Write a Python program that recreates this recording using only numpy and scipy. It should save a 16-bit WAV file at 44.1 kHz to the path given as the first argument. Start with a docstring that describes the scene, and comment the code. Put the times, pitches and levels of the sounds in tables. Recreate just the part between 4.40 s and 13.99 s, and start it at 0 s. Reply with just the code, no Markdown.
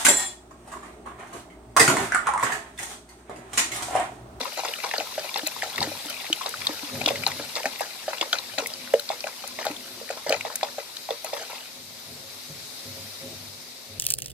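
"""Fizzy drink glugs out of an upturned plastic bottle into a bucket of metal parts, a stereo mic close by.
Air gulps through the neck; each slug of liquid plops, sloshes and throws up droplets and bursting
bubbles, and the bucket and ground return the splash. The foam hisses on after the pouring ends.
Underneath, from somewhere nearby, come a low hollow rumble and a few dull knocks."""
import sys
import numpy as np
from scipy import signal
from scipy.fft import rfft, irfft, next_fast_len
from scipy.io import wavfile
from scipy.ndimage import uniform_filter1d

SR = 44100
rng = np.random.default_rng(int(sys.argv[2]) if len(sys.argv) > 2 else 0)


def bounce(signal):
    """Save signal as a 16-bit WAV file at the path given by the first command-line argument."""
    frames = np.transpose(np.atleast_2d(signal))
    limited = np.clip(frames, -1, 1)
    pcm = np.round(limited * 32767).astype(np.int16)
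    wavfile.write(sys.argv[1], SR, pcm)


N = 422919

# small bubbles of the stream, thinning until a last gush: (time [s], level [dB])
STREAM_LEVEL = [(0.0, -41), (1.6, -40.5), (2.6, -41), (6.0, -50.5), (6.8, -55.5), (6.95, -40),
                (7.27, -46.5), (7.4, -81)]
# their tone: (frequency [Hz], gain [dB])
STREAM_COLOUR = [(350, -21), (600, 3.5), (1200, 4.5), (2500, 14), (4000, 16), (7000, 6), (13000, 24.5)]
# foam hiss: (time [s], level [dB])
FOAM_LEVEL = [(0.0, -43.5), (2.2, -42.5), (2.9, -41.5), (3.47, -44), (5.72, -45.5), (7.0, -45.5),
              (7.4, -47), (8.6, -43.5), (9.25, -47), (9.59, -48)]
# tone of the hiss, plus a treble cut above 14.4 kHz that is not the foam's: (frequency [Hz], gain [dB])
HISS_EQ = [(250, -11.5), (600, -7.5), (1000, -9.5), (1650, -12), (2150, -7.5), (2950, -10), (3650, -6),
           (3830, 0.5), (4000, -3), (5000, -3.5), (7000, -10.5), (9000, -11.5), (13000, -13),
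           (14400, -10.5), (14750, -43)]
# likeness of the hiss left and right: (frequency [Hz], correlation [-1..1])
FOAM_LIKENESS = [(240, 0.16), (2000, 0.25), (15000, -0.17)]
# large air pockets closing: (time [s], level [dB], pitch [Hz], slosh against the plop [dB])
PLOPS = [(0.005, -23, 530, -6), (0.054, -23, 1030, -13), (0.173, -28, 650, -6), (0.191, -21, 760, -13),
         (0.235, -22, 684, -19), (0.248, -23.5, 700, -9.5), (0.283, -30, 550, -14), (0.436, -39.5, 643, 10),
         (0.459, -26, 850, -22), (0.539, -17.5, 750, -14), (0.582, -25, 560, -19),
         (0.605, -22.5, 720, -14.5), (0.779, -18.5, 622, -14.5), (0.843, -33, 645, -6),
         (0.958, -22, 846, -8.5), (1.07, -28.5, 653, -33), (1.163, -31, 1010, -9), (1.231, -21.5, 770, -9),
         (1.259, -34, 845, -41), (1.378, -34.5, 1160, 2.5), (1.415, -18, 826, -13), (1.516, -27, 594, -16),
         (2.011, -28.5, 1060, -8), (2.059, -26.5, 670, -9), (2.14, -24, 1256, -35), (2.29, -32, 546, -2),
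         (2.613, -24, 736, -14), (2.675, -14, 583, -15), (2.706, -16, 550, -26), (2.866, -17, 795, -10),
         (2.996, -26, 560, -10), (3.161, -29.5, 734, 1.5), (3.242, -26, 606, -24), (3.255, -18, 676, -13),
         (3.407, -16, 707, -15), (3.68, -19, 616, -12), (3.731, -22.5, 970, -14), (3.811, -22.5, 585, -9),
         (3.827, -23, 1060, -18), (3.93, -16, 1430, -11), (4.181, -24.5, 650, -3.5), (4.195, -23, 584, -39),
         (4.222, -27.5, 483, -37), (4.538, -6, 536, -37), (4.702, -15.5, 672, -15.5),
         (4.842, -24, 606, -35), (4.867, -25, 656, -12), (5.039, -27, 1000, -12), (5.188, -27.5, 640, -1.5),
         (5.252, -20, 940, -19), (5.266, -19.5, 666, -14.5), (5.613, -31.5, 525, -35),
         (5.702, -24, 550, -9), (5.77, -32, 650, -9), (5.864, -22, 583, -8), (5.893, -21.5, 610, -33),
         (5.904, -16, 560, -15), (5.924, -16, 548, -14.5), (6.05, -20.5, 685, -13),
         (6.101, -25.5, 1070, -15.5), (6.23, -12.5, 617, -20), (6.286, -31, 1530, -15),
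         (6.382, -23, 596, -15), (6.689, -22, 690, -20), (6.706, -17, 535, -21), (6.845, -25, 660, -9.5),
         (6.932, -19, 590, -16), (6.966, -28.5, 1160, -9.5), (7.013, -36, 815, -2), (7.098, -36, 830, -6.5),
         (7.13, -33.5, 614, -15)]
# tone of the slosh: (frequency [Hz], gain [dB])
SLOSH_COLOUR = [(430, 3), (700, 5.5), (1100, 6), (2000, 10), (3000, 5.5), (4000, 15), (7000, 12.5)]
# air modes of the bucket: (frequency [Hz], gain [dB], time to fall 60 dB [s])
BUCKET_MODES = [(468.3, -4.5, 0.1), (574.8, -14.5, 0.19), (653, -8, 0.064), (820, -7.5, 0.1)]
# gulps at the bottle neck: (time [s], level [dB], pitch [Hz])
GLUGS = [(0.01, -35.5, 256), (0.588, -36, 305), (1.032, -29.5, 306), (1.472, -27.5, 306),
         (1.655, -35.5, 296), (1.9, -27, 320), (2.293, -28, 303), (2.43, -31.5, 288), (2.659, -26.5, 305),
         (2.997, -35.5, 295), (3.257, -32, 266), (3.813, -33, 330), (4.182, -32.5, 285),
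         (5.302, -28.5, 293), (5.89, -33, 282)]
# small bubbles bursting: (time [s], level [dB], pitch [Hz])
POPS = [(0.012, -20, 3820), (0.285, -23.5, 3680), (0.337, -21, 2570), (0.402, -31, 2070), (0.49, -27, 4000),
        (0.512, -21, 1800), (0.537, -21, 1820), (0.581, -19, 4250), (0.6, -21, 2800), (0.892, -27, 2390),
        (0.942, -21, 3740), (0.974, -19, 4400), (0.993, -24, 3780), (1.067, -17.5, 3880),
        (1.222, -17.5, 1940), (1.359, -23, 3930), (1.3803, -19.5, 1900), (1.405, -17, 4100),
        (1.428, -15, 4150), (1.767, -33, 2270), (1.866, -27.5, 2290), (1.928, -10, 2990),
        (2.0616, -19.5, 4120), (2.218, -23, 1930), (2.269, -9.5, 3960), (2.615, -22.5, 2480),
        (2.6397, -27, 3520), (2.66, -8.5, 3180), (2.681, -16, 3400), (2.688, -15, 2650),
        (2.757, -22.5, 2100), (2.836, -21.5, 2370), (2.865, -11.5, 3980), (2.9168, -22.5, 1970),
        (3.1542, -19, 4000), (3.2313, -26, 2420), (3.256, -15.5, 1800), (3.396, -27.5, 2140),
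        (3.733, -26, 1580), (3.782, -25.5, 3000), (3.8117, -12.5, 2900), (3.929, -9.5, 3370),
        (3.986, -21, 3900), (4.1802, -22.5, 1870), (4.184, -15.5, 3500), (4.2597, -21, 2150),
        (4.337, -24.5, 4760), (4.475, -29.5, 1530), (4.5403, -23, 2900), (4.5954, -21.5, 4100),
        (4.69, -20, 3970), (4.805, -23.5, 5000), (4.84, -26.5, 2520), (4.8703, -22, 1570),
        (5.1881, -26.5, 2100), (5.228, -28, 2000), (5.244, -27, 2000), (5.2668, -22, 3600),
        (5.365, -30, 3270), (5.691, -26, 1990), (5.894, -17, 4480), (5.924, -13.5, 2640),
        (6.009, -21.5, 2220), (6.155, -30.5, 1840), (6.211, -27, 1800), (6.231, -18.5, 3680),
        (6.568, -23, 3940), (6.706, -23.5, 3620), (7.182, -34, 2540)]
# flying droplets: (time [s], level [dB])
DROPLETS = [(1.072, -17), (1.379, -28), (1.425, -30), (1.6584, -28.5), (1.699, -22), (2.092, -24.5),
            (2.2503, -33), (2.6805, -25), (2.874, -22), (3.158, -34), (3.4067, -28), (4.2707, -21),
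            (4.536, -30), (4.598, -26.5), (5.076, -27), (5.252, -27), (5.894, -24), (6.157, -18),
            (6.8455, -25)]
# rumbling: (time at full strength [s], hold [s], level [dB], upper modes against lowest [dB])
RUMBLE_BOUTS = [(1.17, .03, -64, -22), (1.4, 0.013, -45, 2.5), (2.17, 0.16, -60, -6),
                (2.54, 0.1, -46.5, 2.5), (2.72, 0.24, -53, 0), (4.1, 0.36, -67, 2), (5.12, .45, -65.5, 7),
                (5.88, 0.086, -58, -6), (7.4, 0.13, -60, -9), (7.7, 0.088, -58, -4.5),
                (8.1, 0.058, -51.5, -10), (8.47, 0.13, -53.5, -1.5), (8.83, 0.023, -51, 2.5),
                (8.95, 0.12, -56, -24), (9.49, .1, -60, 3)]
# the hollow body nearby: (frequency [Hz], width [Hz], gain [dB])
HOLLOW_MODES = [(84.5, 25, -5), (98.7, 7, 0), (138, 25, 1), (217.7, 11.3, -4), (248.7, 11.3, 0),
                (356, 24, -4.5), (423.6, 15, -6), (542.4, 8.5, -1.5), (640, 88, -3)]
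# blows on that body: (time [s], level [dB], upper modes against lowest [dB])
KNOCKS = [(2.53, -51, -28), (7.68, -61, 12), (8.455, -45.5, -5.5), (8.813, -50, -5), (9.491, -48, -12)]
# balance at the microphone: (frequency [Hz], left minus right [dB])
MIC_BALANCE = [(150, 0.5), (380, -1), (950, 2.5), (2380, 6), (5980, 2.5), (15000, 2.5)]

UPPER_MODES_HZ = 170  # the hollow body's upper modes lie above this


def gain_of(db):
    return 10 ** (np.asarray(db) / 20)


def unit_rms(x):
    return x / np.sqrt(np.mean(x ** 2) + 1e-20)


def at_frequency(points, hz):
    f, value = np.transpose(points)
    return np.interp(np.log(hz + 1), np.log(f + 1), value)


def envelope(rows):
    """Gain at every sample from a dB curve, silent after it."""
    s, db = np.transpose(rows)
    return gain_of(np.interp(np.arange(N) / SR, s, db, right=-200))


def wander(samples):
    """Slow random drift; rms 1."""
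    return unit_rms(uniform_filter1d(rng.standard_normal(N), samples))


def add(mix, s, sound):
    part = mix[max(round(s * SR), 0):][:len(sound)]
    part += sound[:len(part)]


def resonate(x, hz, width):
    """A steep resonance: a narrow peak filter, then a wider one."""
    narrow = signal.lfilter(*signal.iirpeak(hz, hz / width, SR), x)
    return signal.lfilter(*signal.iirpeak(hz, hz / (3 * width), SR), narrow)


def bubble(hz, t60, rise_s, glide):
    """An air pocket rings up and dies away; a positive glide lifts its pitch as it nears the surface."""
    t = np.arange(0, 1.3 * t60 + 4 * rise_s, 1 / SR)
    shape = (1 - np.exp(-(t / rise_s) ** 2)) * gain_of(-60 * t / t60)
    return shape / shape.max() * np.sin(2 * np.pi * hz * (t + glide * t ** 2 / (2 * t60)))


def pinch(hz, length_s, sag):
    """A pocket pinched shut: a few cycles that swell, sag in pitch and stop."""
    u = np.arange(0, 1, 1 / SR / length_s)
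    return np.sin(np.pi * u ** 0.5) ** 2 * np.sin(2 * np.pi * hz * length_s * (u + sag * u * (.8 - u)))


def swarm(pitches, colour, per_s, spread_db, clump_db, cycles):
    """Brief bubbles of chance size, pitch and moment, louder in clumps; rms 1."""
    clumps = unit_rms(uniform_filter1d(wander(300), 150))
    notes = [gain_of(at_frequency(colour, hz)) * bubble(hz, cycles / hz, 1 / hz, .37) for hz in pitches]
    out = np.zeros(N)
    for when, kind, rarity in rng.random((int(per_s * N / SR), 3)):
        size_db = spread_db * min(-np.log(1 - rarity), 4) + clump_db * clumps[int(when * N)]
        add(out, when * N / SR, gain_of(size_db) * notes[int(kind * len(notes))])
    return unit_rms(out)


def churn():
    """The stream's lesser bubbles, and a dense slosh after every plop, whose treble dies first."""
    stream = swarm(np.geomspace(400, 12000, 90), STREAM_COLOUR,
                   per_s=1500, spread_db=2.2, clump_db=3.2, cycles=18)
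    slosh = swarm(np.geomspace(430, 7000, 70), SLOSH_COLOUR,
                  per_s=3000, spread_db=1.6, clump_db=2.6, cycles=14)
    slosh_low = signal.filtfilt(*signal.butter(2, 1040, fs=SR), slosh)
    out, t = gain_of(-2.5) * envelope(STREAM_LEVEL) * stream, np.arange(10000) / SR
    for band, t60 in ((slosh_low, .25), (slosh - slosh_low, .18)):
        swells = np.zeros(N)
        for s, db, _, slosh_db in PLOPS:
            add(swells, s, gain_of(db + slosh_db - 60 * t / t60) * (1 - np.exp(-t / .00081)))
        out += swells * band
    return signal.sosfilt(signal.butter(10, 14300, fs=SR, output="sos"), out)


def foam():
    """Countless tiny bursts merge to a patchy, seething hiss, partly unlike on the mic's two sides."""
    frames, hz = N // 128 + 5, np.fft.rfftfreq(512, 1 / SR)
    re, im, other_re, other_im, patches, surges = rng.standard_normal((frames, 257, 6)).T
    patches = unit_rms(uniform_filter1d(uniform_filter1d(patches, 8, axis=0), 10, axis=1))
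    surges = unit_rms(uniform_filter1d(uniform_filter1d(surges, 24, axis=0), 36, axis=1))
    crackle = rng.exponential(1, frames) * np.clip(hz / 4000, 0, 1)[:, None]  # nearer bursts stand out
    likeness = at_frequency(FOAM_LIKENESS, hz)[:, None]
    left = re + 1j * im
    right = likeness * left + np.sqrt(1 - likeness ** 2) * (other_re + 1j * other_im)
    colour = gain_of(at_frequency(HISS_EQ, hz)[:, None] + 1.1 * patches + .6 * surges + .3 * crackle)
    _, hiss = signal.istft(colour * np.array([left, right]), nperseg=512, noverlap=384)
    return gain_of(4.5) * envelope(FOAM_LEVEL) * unit_rms(hiss[:, :N])


def plops():
    """A slug of liquid slaps the surface and shuts an air pocket; the bucket's air rings faintly."""
    out, t = np.zeros(N), np.arange(SR // 4) / SR
    for s, db, hz, _ in PLOPS:
        add(out, s, gain_of(db - 8) * pinch(3 * hz, .6 / hz, sag=.4))  # the slap
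        add(out, s, gain_of(db) * pinch(hz, 5.25 / hz, sag=.27))
        sinking_pocket = bubble(1.05 * hz, t60=22 / hz, rise_s=.002, glide=-.25)
        add(out, s + 3 / hz, gain_of(db - 14) * sinking_pocket)
    bucket = sum(gain_of(db - 40.5 - 60 * t / t60) * np.sin(2 * np.pi * hz * t)
                 for hz, db, t60 in BUCKET_MODES)
    out += signal.oaconvolve(out, bucket)[:N]
    return signal.lfilter(*signal.butter(2, 200, "high", fs=SR), out)  # too small for deep bass


def glugs():
    """Air gulped through the bottle neck sounds low, round notes."""
    out = np.zeros(N)
    for s, db, hz in GLUGS:
        add(out, s, gain_of(db) * bubble(hz, t60=.1, rise_s=.002, glide=.05))
        add(out, s, gain_of(db + 3) * pinch(1.73 * hz, 1 / hz, sag=.7))  # the neck smacks open
    return out


def pops():
    """A small bubble bursts: a short high note and faint ring inside a ragged snap of droplets."""
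    out, t = np.zeros(N), np.arange(500) / SR
    swell = (1 - np.exp(-(t / .00029) ** 2)) * np.exp(-t / .0017)
    noise = rng.standard_normal((len(POPS), len(t)))
    snaps = signal.lfilter(*signal.butter(2, [1100, 7000], "band", fs=SR), noise)
    for (s, db, hz), snap in zip(POPS, snaps):
        add(out, s, gain_of(db + .5) * pinch(hz, .0028, sag=.25))
        add(out, s, gain_of(db - 17) * bubble(hz, t60=55 / hz, rise_s=.002, glide=.1))
        add(out, s, gain_of(db - 1) * swell * snap)
    return out


def echoes(splash, sets=6, turn_s=.037):
    """Short, bright echoes off bucket and ground; sets crossfade steadily so no fixed pitch rings."""
    taps, t = np.zeros((sets, 2, 3000)), np.arange(3000) / SR
    delays = np.arange(20, 2980, 20) + rng.integers(0, 20, (sets, 2, 148))
    np.put_along_axis(taps, delays, rng.choice([-1., 1.], delays.shape), 2)
    taps *= gain_of(-60 * t / .012) + gain_of(-22 - 60 * t / .08)  # near walls first, then the yard
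    taps /= np.linalg.norm(taps[0, 0])
    bright = signal.lfilter(*signal.butter(2, 900, "high", fs=SR), splash)
    turn = (np.arange(N) / SR / turn_s - np.arange(sets)[:, None]) % sets
    crossfade = np.sin(np.pi / 2 * np.minimum(turn, 2))  # equal power
    return signal.oaconvolve((crossfade * bright)[:, None], taps, axes=2).sum(0)[:, :N]


def spray():
    """Flying droplets tick, each a puff of treble noise a few milliseconds long."""
    out, swell = np.zeros(N), signal.windows.hann(330) ** 2
    noise = rng.standard_normal((len(DROPLETS), len(swell)))
    puffs = signal.lfilter(*signal.butter(2, [5000, 13000], "band", fs=SR), noise)
    for (s, db), puff in zip(DROPLETS, puffs):
        add(out, s - .003, gain_of(db) * swell * puff)
    return out


def rumble(rise_db_per_s=450, fall_db_per_s=103):
    """Lumpy noise shakes a hollow body nearby, in bouts that rise fast, hold and sink to a faint floor."""
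    shake = gain_of(1.8 * wander(1500)) * rng.standard_normal((2, N))
    t, coarse_t = np.arange(N) / SR, np.arange(0, N + 256, 256) / SR
    s, hold, bout_db, upper_db = np.transpose(RUMBLE_BOUTS)[:, :, None]
    before, after = np.maximum(s - coarse_t, 0), np.maximum(coarse_t - s - hold, 0)
    bouts = gain_of(bout_db - rise_db_per_s * before - fall_db_per_s * after)
    lowest = np.interp(t, coarse_t, bouts.sum(0)) + gain_of(-76)
    upper = np.interp(t, coarse_t, (bouts * gain_of(upper_db)).sum(0)) + gain_of(-63)
    mid, side = sum(gain_of(db) * (upper if hz > UPPER_MODES_HZ else lowest)
                    * unit_rms(resonate(shake, hz, width)) for hz, width, db in HOLLOW_MODES)
    return mid + .17 * side * np.array([[1], [-1]])


def knocks():
    """A soft blow sets all the modes of the same hollow body ringing at once."""
    out, t = np.zeros(N), np.arange(SR // 2) / SR
    for s, blow_db, upper_db in KNOCKS:
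        ring = np.zeros(len(t))
        for hz, width, db in HOLLOW_MODES:
            decay = gain_of(db + upper_db * (hz > UPPER_MODES_HZ)) * np.exp(-np.pi * .5 * width * t)
            ring += decay * np.sin(2 * np.pi * (hz * t + rng.random()))
        add(out, s, gain_of(blow_db) * (1 - np.exp(-t / .0023)) * ring)
    return out


def scene():
    """Close up, the pour, its echoes and the foam; farther off, the hollow body."""
    liquid = glugs() + plops() + pops() + spray() + churn()
    return liquid + gain_of(.4) * echoes(liquid) + foam() + rumble() + knocks()


def record(dry, left_lag_s=6e-5, bass_cut_hz=72, top_hz=15800):
    """Close stereo microphone: the left side is brighter and a little late; both band ends are cut."""
    size = next_fast_len(N + 2048)
    hz = np.fft.rfftfreq(size, 1 / SR)
    tilt = gain_of(at_frequency(MIC_BALANCE, hz) / 2)
    ports = np.array([tilt * np.exp(-2j * np.pi * hz * left_lag_s), 1 / tilt])
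    heard = irfft(rfft(dry, size) * ports, size)[:, :N]
    heard = signal.sosfilt(signal.butter(3, bass_cut_hz, "high", fs=SR, output="sos"), heard)
    gusts = gain_of(-80 + 4 * wander(9000))  # faint air at each port
    heard += gusts * signal.lfilter([.1], [1, -.995], rng.standard_normal((2, N)))
    return signal.oaconvolve(heard, signal.firwin(511, top_hz, window=("kaiser", 9), fs=SR)[None], "same")


dry = scene()
out = record(dry)
bounce(out)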